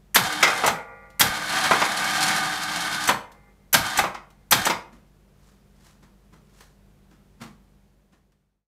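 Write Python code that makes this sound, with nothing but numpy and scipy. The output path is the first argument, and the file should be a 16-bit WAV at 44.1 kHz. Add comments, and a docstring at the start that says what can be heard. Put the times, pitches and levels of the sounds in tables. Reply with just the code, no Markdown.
"""Quad winch in a garage

One microphone, close to an electric winch reeling in its cable, hook and strap in four short bursts.
Each starts and ends with a contactor snap, a clunk of the gear train and a low groan; in between the
motor whines and the gears grind. Hook and plough frame knock, and the plough springs ring on.
The room echoes briefly. Underneath lie mains hum, small ticks and a few shuffles; the end fades out."""
import sys
import numpy as np
from scipy import signal
from scipy.fft import rfft, irfft, next_fast_len
from scipy.io import wavfile
from scipy.ndimage import map_coordinates

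SR = 44100
rng = np.random.default_rng(int(sys.argv[2]) if len(sys.argv) > 2 else 0)


def to_wav(sig):
    """Store sig (one row per channel, or 1-D mono) as 16-bit WAV at the path in sys.argv[1].

    Samples outside -1..1 are clipped; the rate is SR.
    """
    pcm = np.clip(np.atleast_2d(sig), -1, 1) * 32767
    pcm = np.round(pcm).astype(np.int16)
    wavfile.write(sys.argv[1], SR, pcm.T)  # frames by channels


N = 387618
TIME = np.arange(N) / SR

# Levels in the tables are relative: each source adds its own gain.
# mains hum partials: pitch_hz, level_db
HUM_PARTIALS = [(49, 0), (146.5, -5.5), (197, -5.5)]
# spectrum of the room's still air: frequency_hz, level_db
AIR_SPECTRUM = [(15, -34.5), (25, -8.5), (55, -4), (169, -17.5), (204, -15.5), (274, -24.5), (359, -22),
                (1050, -33), (15500, -45.5)]
# the contactor switches the motor: on_s, off_s, braking_clunk_db
MOTOR_RUNS = [(0.1448, .661, -13), (1.195, 3.0744, -10.5), (3.728, 3.973, -11), (4.509, 4.651, -14)]
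# resonances of the contactor's case: pitch_hz, width_hz, level_db
CONTACTOR_MODES = [(1810, 780, -6), (3400, 250, -8.5), (6000, 250, -6), (7850, 330, -3.5),
                   (9100, 370, -8.5), (11600, 220, 0), (12900, 510, -3.5), (14200, 490, -6.5)]
# spectrum of the struck winch mount: frequency_hz, level_db
MOUNT_SPECTRUM = [(41, -41), (70, -11.5), (193, -4.5), (417, -12.5), (879, 0.5), (1050, -4.5), (1580, -2),
                  (2850, -10.5), (3120, -4.5), (5480, -9.5), (12100, -14.5), (15500, -22)]
# drag of the cable in the long run, steady before and after: time_s, level_db
CABLE_LOAD = [(1.36, -37.5), (1.498, -39), (1.536, -31.5), (1.866, -34), (1.884, -36), (2.294, -31),
              (2.61, -38.5), (2.778, -36.5), (3.03, -38.5)]
# whine of armature and gear mesh: {multiple of the planet carrier's rate: level_db}
WHINE_ORDERS = {8: -18, 19: -21, 20: -13, 22: -16, 24: -18, 32: -11, 40: -14, 43: -17, 45: -20, 48: -20}
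# resonances of the gear housing: pitch_hz, width_hz, level_db
HOUSING_MODES = [(748, 29, -5), (1293, 10, -1.5), (1534, 70, -1.5), (2210, 38, -3.5), (3165, 67, -5.5),
                 (3585, 25, -7), (4230, 320, -15)]
# spectrum of the grinding gears: frequency_hz, level_db
GEARBOX_SPECTRUM = [(53, -46), (90, -16), (193, -2.5), (265, -15), (296, -12), (492, -21), (732, -5.5),
                    (1070, -7), (1220, -1.5), (1360, -13.5), (1490, -0.5), (2410, -14), (4000, -18),
                    (5200, -45.5), (8800, -120)]
# spectrum of brush hiss and cable rasp: frequency_hz, level_db
BRUSH_SPECTRUM = [(1410, -36.5), (2400, -3.5), (3440, -3), (3570, -6), (3830, -1.5), (4140, 0.5),
                  (5800, -2.5), (10700, -8.5), (14100, -19.5), (15500, -24.5)]
# modes of the plough's springs and blade: pitch_hz, level_db, t60_s
SPRING_MODES = [(465, -6, 1.1), (522, -8.5, 1.5), (818, -1.5, 1.3), (1174, -9, 1.7), (1420, -5.5, 1.4),
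                (1750, -9.5, 1.7), (1938, -9.5, 1.5), (2090, -5, 1.8)]
# hook and plough frame knock: start_s, level_db, ring_hz, treble_db
FRAME_KNOCKS = [(.427, -0.5, 1950, 4.5), (.477, -9, 1505, 0), (.637, -6, 765.5, -16),
                (1.71, -3.5, 1090, -8.5), (1.816, -6.5, 890.7, -5), (3.103, -15.5, 615.6, -11),
                (4.039, -12, 950, -8), (4.145, -24, 1052, -3), (4.698, -9, 900, 1)]
# spectrum of the struck frame: frequency_hz, level_db
FRAME_SPECTRUM = [(53, -55), (90, -10.5), (1420, -2.5), (1720, -13.5), (2050, -2.5), (2770, -11),
                  (3820, -9.5), (4350, -19.5), (4950, -10.5), (10100, -27.5), (13600, -32), (15500, -31)]
# modes of the steel frame: pitch_hz, level_db, t60_s
FRAME_MODES = [(640, 0, 0.18), (946, -6, 0.36), (1087, -3.5, .19), (1400, -2, .24), (1597, -4, 0.15),
               (1962, 0, .25), (2100, -1, 0.32), (2510, -1, 0.27)]
# ticks of settling metal and handling: start_s, level_db
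METAL_TICKS = [(1.1014, -46), (3.3172, -41.5), (4.3026, -46), (6.606, -37.5), (8.32, -49.5)]
# spectrum of shoe grit, also used for the ticks: frequency_hz, level_db
GRIT_SPECTRUM = [(180, -34), (300, -2.5), (620, -4.5), (1020, -1.5), (1750, -4.5), (2560, -11),
                 (7020, -16.5), (15500, -29)]
# footfalls: peak_s, level_db
FOOTFALLS = [(4.93, -54), (6.03, -58), (6.331, -55.5), (7.115, -59), (7.415, -39.5), (8.13, -55.5)]
# soles dragged over the floor: peak_s, level_db
SOLE_SCUFFS = [(5.48, -64), (5.87, -58.5), (6.61, -58)]
# decay of the garage's echo: frequency_hz, t60_s
GARAGE_DECAY = [(150, .5), (1000, 0.41), (4000, 0.28), (9000, 0.26), (15000, 0.24)]

TAKE_UP_S, BRAKE_S = .0125, .014  # from the snap to the clunk, on starting and on stopping


def amp(db):
    """Decibels to gain."""
    return np.exp(np.asarray(db) * (np.log(10) / 20))


def unit(x):
    """Scale to rms 1."""
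    return x / np.sqrt(np.mean(x ** 2) + 1e-20)


def along(points, hz):
    """Interpolate (frequency_hz, value) points on a log axis."""
    frequencies, values = np.transpose(points)
    return np.interp(np.log(hz + 1), np.log(frequencies + 1), values)


def wobble(rate):
    """A smooth random curve, rate knots a second."""
    grid = np.arange(0, N * rate / SR + 1, 1 / 8)
    knots = rng.standard_normal(int(N * rate / SR) + 4)
    return np.interp(TIME * rate, grid, map_coordinates(knots, [grid], order=2))


def filtered(x, response):
    """Shape x by a response of frequency."""
    size = next_fast_len(len(x) + 8192)
    return irfft(rfft(x, size) * response(np.fft.rfftfreq(size, 1 / SR)), size)[:len(x)]


def noise(spectrum, size=N):
    """Coloured noise of rms 1."""
    return unit(filtered(rng.standard_normal(size), lambda hz: amp(along(spectrum, hz))))


def resonate(x, modes):
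    """Pass x through a body's resonances, alternating in sign."""
    return filtered(x, lambda hz: sum(
        (-1) ** k * amp(db) * 1j * hz * width / (pitch ** 2 - hz ** 2 + 1j * hz * width)
        for k, (pitch, width, db) in enumerate(modes)))


def shelves(hz, thud_db, treble_db, thud_hz=380, treble_hz=3300):
    """Gain of a bass shelf and a treble shelf."""
    return amp(thud_db / (1 + (hz / thud_hz) ** 4) + treble_db / (1 + (treble_hz / hz.clip(1)) ** 4))


def add(track, s, sound):
    """Mix a sound in at time s."""
    part = track[max(round(s * SR), 0):][:len(sound)]
    part += sound[:len(part)]


def burst(colour, rise_s, hold_s, t60_s, treble_life=.54):
    """Parts chatter for a moment, then their dense modes die away, the highest first."""
    t = TIME[:SR // 3]
    ring = unit(filtered(rng.standard_normal(len(t)), colour))
    treble = filtered(ring, lambda hz: hz ** 2 / (hz ** 2 + 8000 ** 2))
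    fall_db = -60 * np.maximum(t - hold_s, 0) / t60_s
    attack = 1 - np.exp(-t / rise_s)
    return attack * ((ring - treble) * amp(fall_db) + treble * amp(fall_db / treble_life))


def strokes(rows, rise_s, t60_s):
    """An envelope that swells to each (peak_s, level_db) and dies away."""
    return sum(np.exp(np.minimum(TIME - s, 0) / rise_s) * amp(db - 60 * np.maximum(TIME - s, 0) / t60_s)
               for s, db in rows)


def driven():
    """Stretches in which the gears are driven: start_s, stop_s."""
    return [(on + TAKE_UP_S, off + BRAKE_S) for on, off, _ in MOTOR_RUNS]


def jolts():
    """The gear train takes up its play or is braked: start_s, level_db, treble_db."""
    starts = [(on + TAKE_UP_S, -5.5, -4.5) for on, _, _ in MOTOR_RUNS]
    stops = [(off + BRAKE_S, db, -11.5) for _, off, db in MOTOR_RUNS]
    return starts + stops


def room_tone():
    """Mains hum over the still air of the garage."""
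    hum = sum(amp(db + .4 * wobble(9)) * np.sin(2 * np.pi * hz * TIME + .2 * wobble(1.5))
              for hz, db in HUM_PARTIALS)
    air = filtered(noise(AIR_SPECTRUM), lambda hz: shelves(hz, -11, -3, thud_hz=80, treble_hz=2000))
    return amp(-57) * hum + amp(-55.5) * air


def contactor():
    """The plunger snaps and chatters in its small bright case, harder on closing than on opening."""
    out = np.zeros(N)
    for on, off, _ in MOTOR_RUNS:
        for s, db, top_db in [(on, -16, 2), (off, -22, -11)]:
            chatter = burst(np.ones_like, rise_s=.0012, hold_s=.0058, t60_s=.09)
            case = resonate(chatter, CONTACTOR_MODES) + .15 * chatter
            tilt = [(2000, -3.5), (4000, -.5), (8500, 0), (11500, top_db)]
            snap = filtered(case, lambda hz: amp(along(tilt, hz)))
            add(out, s, amp(db) * snap / np.std(snap[:SR // 100]))
    return out


def clunks():
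    """The gear train slams against its mount; the duller the clunk, the more body it has."""
    out = np.zeros(N)
    for s, db, treble_db in jolts():
        body_db = -.7 * (treble_db + 11)
        colour = lambda hz: (amp(along(MOUNT_SPECTRUM, hz)) * shelves(hz, -14, 0, thud_hz=90)
                             * shelves(hz, body_db, treble_db + 2.5, thud_hz=810))
        slam = burst(colour, rise_s=.00041, hold_s=.0083, t60_s=.083)
        add(out, s, amp(db - 3.5 + .3 * body_db) * slam)
    return out


def groans():
    """A rough low groan sinks in pitch each time the drive is jerked into motion or braked."""
    out, t = np.zeros(N), TIME[:SR // 2]
    envelope = (1 - np.exp(-t / .008)) * np.exp(-(t / .1) ** 3)
    for on, off in driven():
        for s, db, pitch_hz, sink_s in [(on, -29, 220, .17), (off, -33.5, 215, .39)]:
            phase = 2 * np.pi * np.cumsum(pitch_hz * np.exp(-t / sink_s)) / SR
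            judder = noise([(15, -.5), (40, 0), (110, -51)], size=len(t))
            groan = np.sin(phase + 2.2 * judder) + .25 * np.sin(2 * phase + 3 * judder)
            add(out, s, amp(db) * groan * envelope)
    return out


def cable_rasp(slips_per_s=45, scrape_s=.0096):
    """Strands slip over one another on the drum in short uneven scrapes."""
    slips = (rng.random(N) < slips_per_s / SR) * rng.uniform(0, 1, N) ** 2
    scrapes = signal.lfilter([1], [1, -np.exp(-1 / (scrape_s * SR))], slips)
    return amp(-10.5) * unit(scrapes * noise(BRUSH_SPECTRUM))


def winch(full_speed_hz=151.65, spin_up_s=.015, coast_s=.017, teeth=8):
    """Teeth rattle the housing, brushes hiss and the shaft orders sing: returns grind and whine."""
    load = amp(np.interp(TIME, *np.transpose(CABLE_LOAD)) + 8.5)
    power = sum((1 - np.exp(-np.maximum(TIME - on, 0) / spin_up_s))
                * np.exp(-np.maximum(TIME - off, 0) / coast_s) for on, off in driven())
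    shaft_hz = full_speed_hz * (1 + .0005 * wobble(14)) * (1 - .1 * (1 - power))
    shaft = 2 * np.pi * np.cumsum(shaft_hz) / SR
    carrier = shaft / 4
    second_stage = carrier / 3
    # the gears bind a little once in each turn of their carriers
    bind = amp(.88 * np.sin(carrier + 1.8 * wobble(9.4)) + 1.3 * np.sin(second_stage + wobble(4))
               + .6 * np.sin(shaft) + .88 * wobble(30))
    tones = sum(amp(db + 2.5 * wobble(8)) * np.sin(order * carrier + .22 * wobble(22))
                for order, db in WHINE_ORDERS.items())
    commutator = amp(-41 + 1.5 * wobble(8)) * np.sin(24 * shaft)
    # one blow of uneven size for each tooth that meshes
    tooth_blows = np.diff(np.floor(teeth * shaft / (2 * np.pi)), prepend=0) * rng.standard_normal(N)
    rattle = amp(-7) * unit(resonate(tooth_blows, HOUSING_MODES))
    gearbox = amp(-3.5) * filtered(noise(GEARBOX_SPECTRUM), lambda hz: shelves(hz, -2, 0))
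    brushes = amp(-8.5 + 1.4 * wobble(500)) * noise(BRUSH_SPECTRUM)
    grind = power * load * (bind * (rattle + gearbox + brushes) + cable_rasp())
    whine = power * (amp(.5) * load * tones + commutator)
    return grind, whine


def springs(slack_s=2, slack_db_per_s=-11, coil_t60_s=1.15, coil_count=220):
    """Blows set the plough's springs and blade ringing, ever less once the cable goes slack."""
    out, t = np.zeros(N), TIME[:2 * SR]
    modes = np.array([amp(db) * np.exp((2j * np.pi * hz - np.log(1000) / t60) * t)
                      for hz, db, t60 in SPRING_MODES])
    # a thicket of weak coil modes lies among the strong ones
    coil_bins = (450 * 2 ** rng.uniform(0, 2.5, coil_count) * len(t) / SR).astype(int)
    coil_decay = amp(-60 * t / coil_t60_s)
    for s, db, *_ in list(FRAME_KNOCKS) + jolts():
        coils = np.zeros(len(t) // 2 + 1, complex)
        coils[coil_bins] = np.exp(2j * np.pi * rng.random(coil_count))
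        phases = np.exp(2j * np.pi * rng.random(len(modes)))
        ring = (phases @ modes).real + coil_decay * unit(irfft(coils))
        slack_db = slack_db_per_s * max(s - slack_s, 0)
        add(out, s, amp(db - 31.5 + slack_db) * ring * (1 - np.exp(-t / .004)))
    return out * amp(3.2 * wobble(20))  # the springs sway, so their ring wavers


def knocks():
    """Each knock of hook and steel frame favours the modes near its own ring pitch."""
    out, t = np.zeros(N), TIME[:SR // 2]
    for s, db, ring_hz, treble_db in FRAME_KNOCKS:
        thud_db = -3 - 5 * np.log2(ring_hz / 1000)  # harder knocks ring higher and thud less
        near = lambda hz: np.exp(-(np.log2(np.maximum(hz, 1) / ring_hz) / .6) ** 2)
        colour = lambda hz: (amp(along(FRAME_SPECTRUM, hz) + 5.4 * near(hz))
                             * shelves(hz, thud_db, treble_db, thud_hz=300))
        crash = burst(colour, rise_s=.0006, hold_s=.006, t60_s=.12)
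        clank = sum(amp(mode_db + rng.normal(0, 2) - 11 * (1 - near(hz)) - 60 * t / t60)
                    * np.sin(2 * np.pi * hz * t + rng.uniform(0, 2 * np.pi))
                    for hz, mode_db, t60 in FRAME_MODES)
        add(out, s, amp(db - 9.5) * crash)
        add(out, s, amp(db - 17.5) * clank * (1 - np.exp(-t / .001)))
    return out


def ticks():
    """Metal gives tiny clicks as it settles or is handled."""
    out = np.zeros(N)
    colour = lambda hz: amp(along(GRIT_SPECTRUM, hz) / 2)
    for s, db in METAL_TICKS:
        add(out, s, amp(db - 9.5) * burst(colour, rise_s=.0005, hold_s=.0022, t60_s=.096))
    return out


def shuffles():
    """Soles land on the concrete with a soft thud, or scuff along it."""
    grit = noise(GRIT_SPECTRUM) * amp(2.3 * wobble(250))
    thud = amp(4.5) * noise([(70, -32), (150, 3), (230, 2.5), (400, -16), (1200, -50.5)])
    scrape = filtered(grit, lambda hz: shelves(hz, thud_db=-8, treble_db=8.5))
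    steps = strokes(FOOTFALLS, rise_s=.0051, t60_s=.24) * (grit + thud)
    scuffs = strokes(SOLE_SCUFFS, rise_s=.06, t60_s=.37) * scrape
    return steps + scuffs


def garage(x):
    """What the walls send back to the microphone: a short tail whose treble dies first."""
    hz, t, spectra = signal.stft(rng.standard_normal(SR * 3 // 4), SR, nperseg=256)
    decay = amp(-60 * t / along(GARAGE_DECAY, hz)[:, None])
    _, tail = signal.istft(spectra * decay, SR, nperseg=256)
    tail *= 1 - np.exp(-TIME[:len(tail)] / .0062)
    return signal.fftconvolve(x, tail / np.linalg.norm(tail))[:N]


def scene():
    """The garage in mono from beside the winch, the direct sound well above the echo."""
    blows = contactor() + clunks() + knocks() + ticks()
    grind, whine = winch()
    friction = grind + shuffles()
    echo = amp(-8) * garage(blows + friction)
    return (blows + amp(-.5) * friction + whine + groans() + echo + springs() + room_tone())[None]


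def record(dry):
    """After the microphone: peaks are rounded off, the end fades out and the top treble is cut."""
    fade_span_s, top_hz = (7.52, 8.675), 15600
    rounded = dry[0] / (1 + np.abs(dry[0]) ** 6) ** (1 / 6)
    fade = np.interp(TIME, fade_span_s, [1, 0])
    return filtered(rounded * fade, lambda hz: 1 / (1 + (hz / top_hz) ** 160))[None]


dry = scene()
out = record(dry)
to_wav(out)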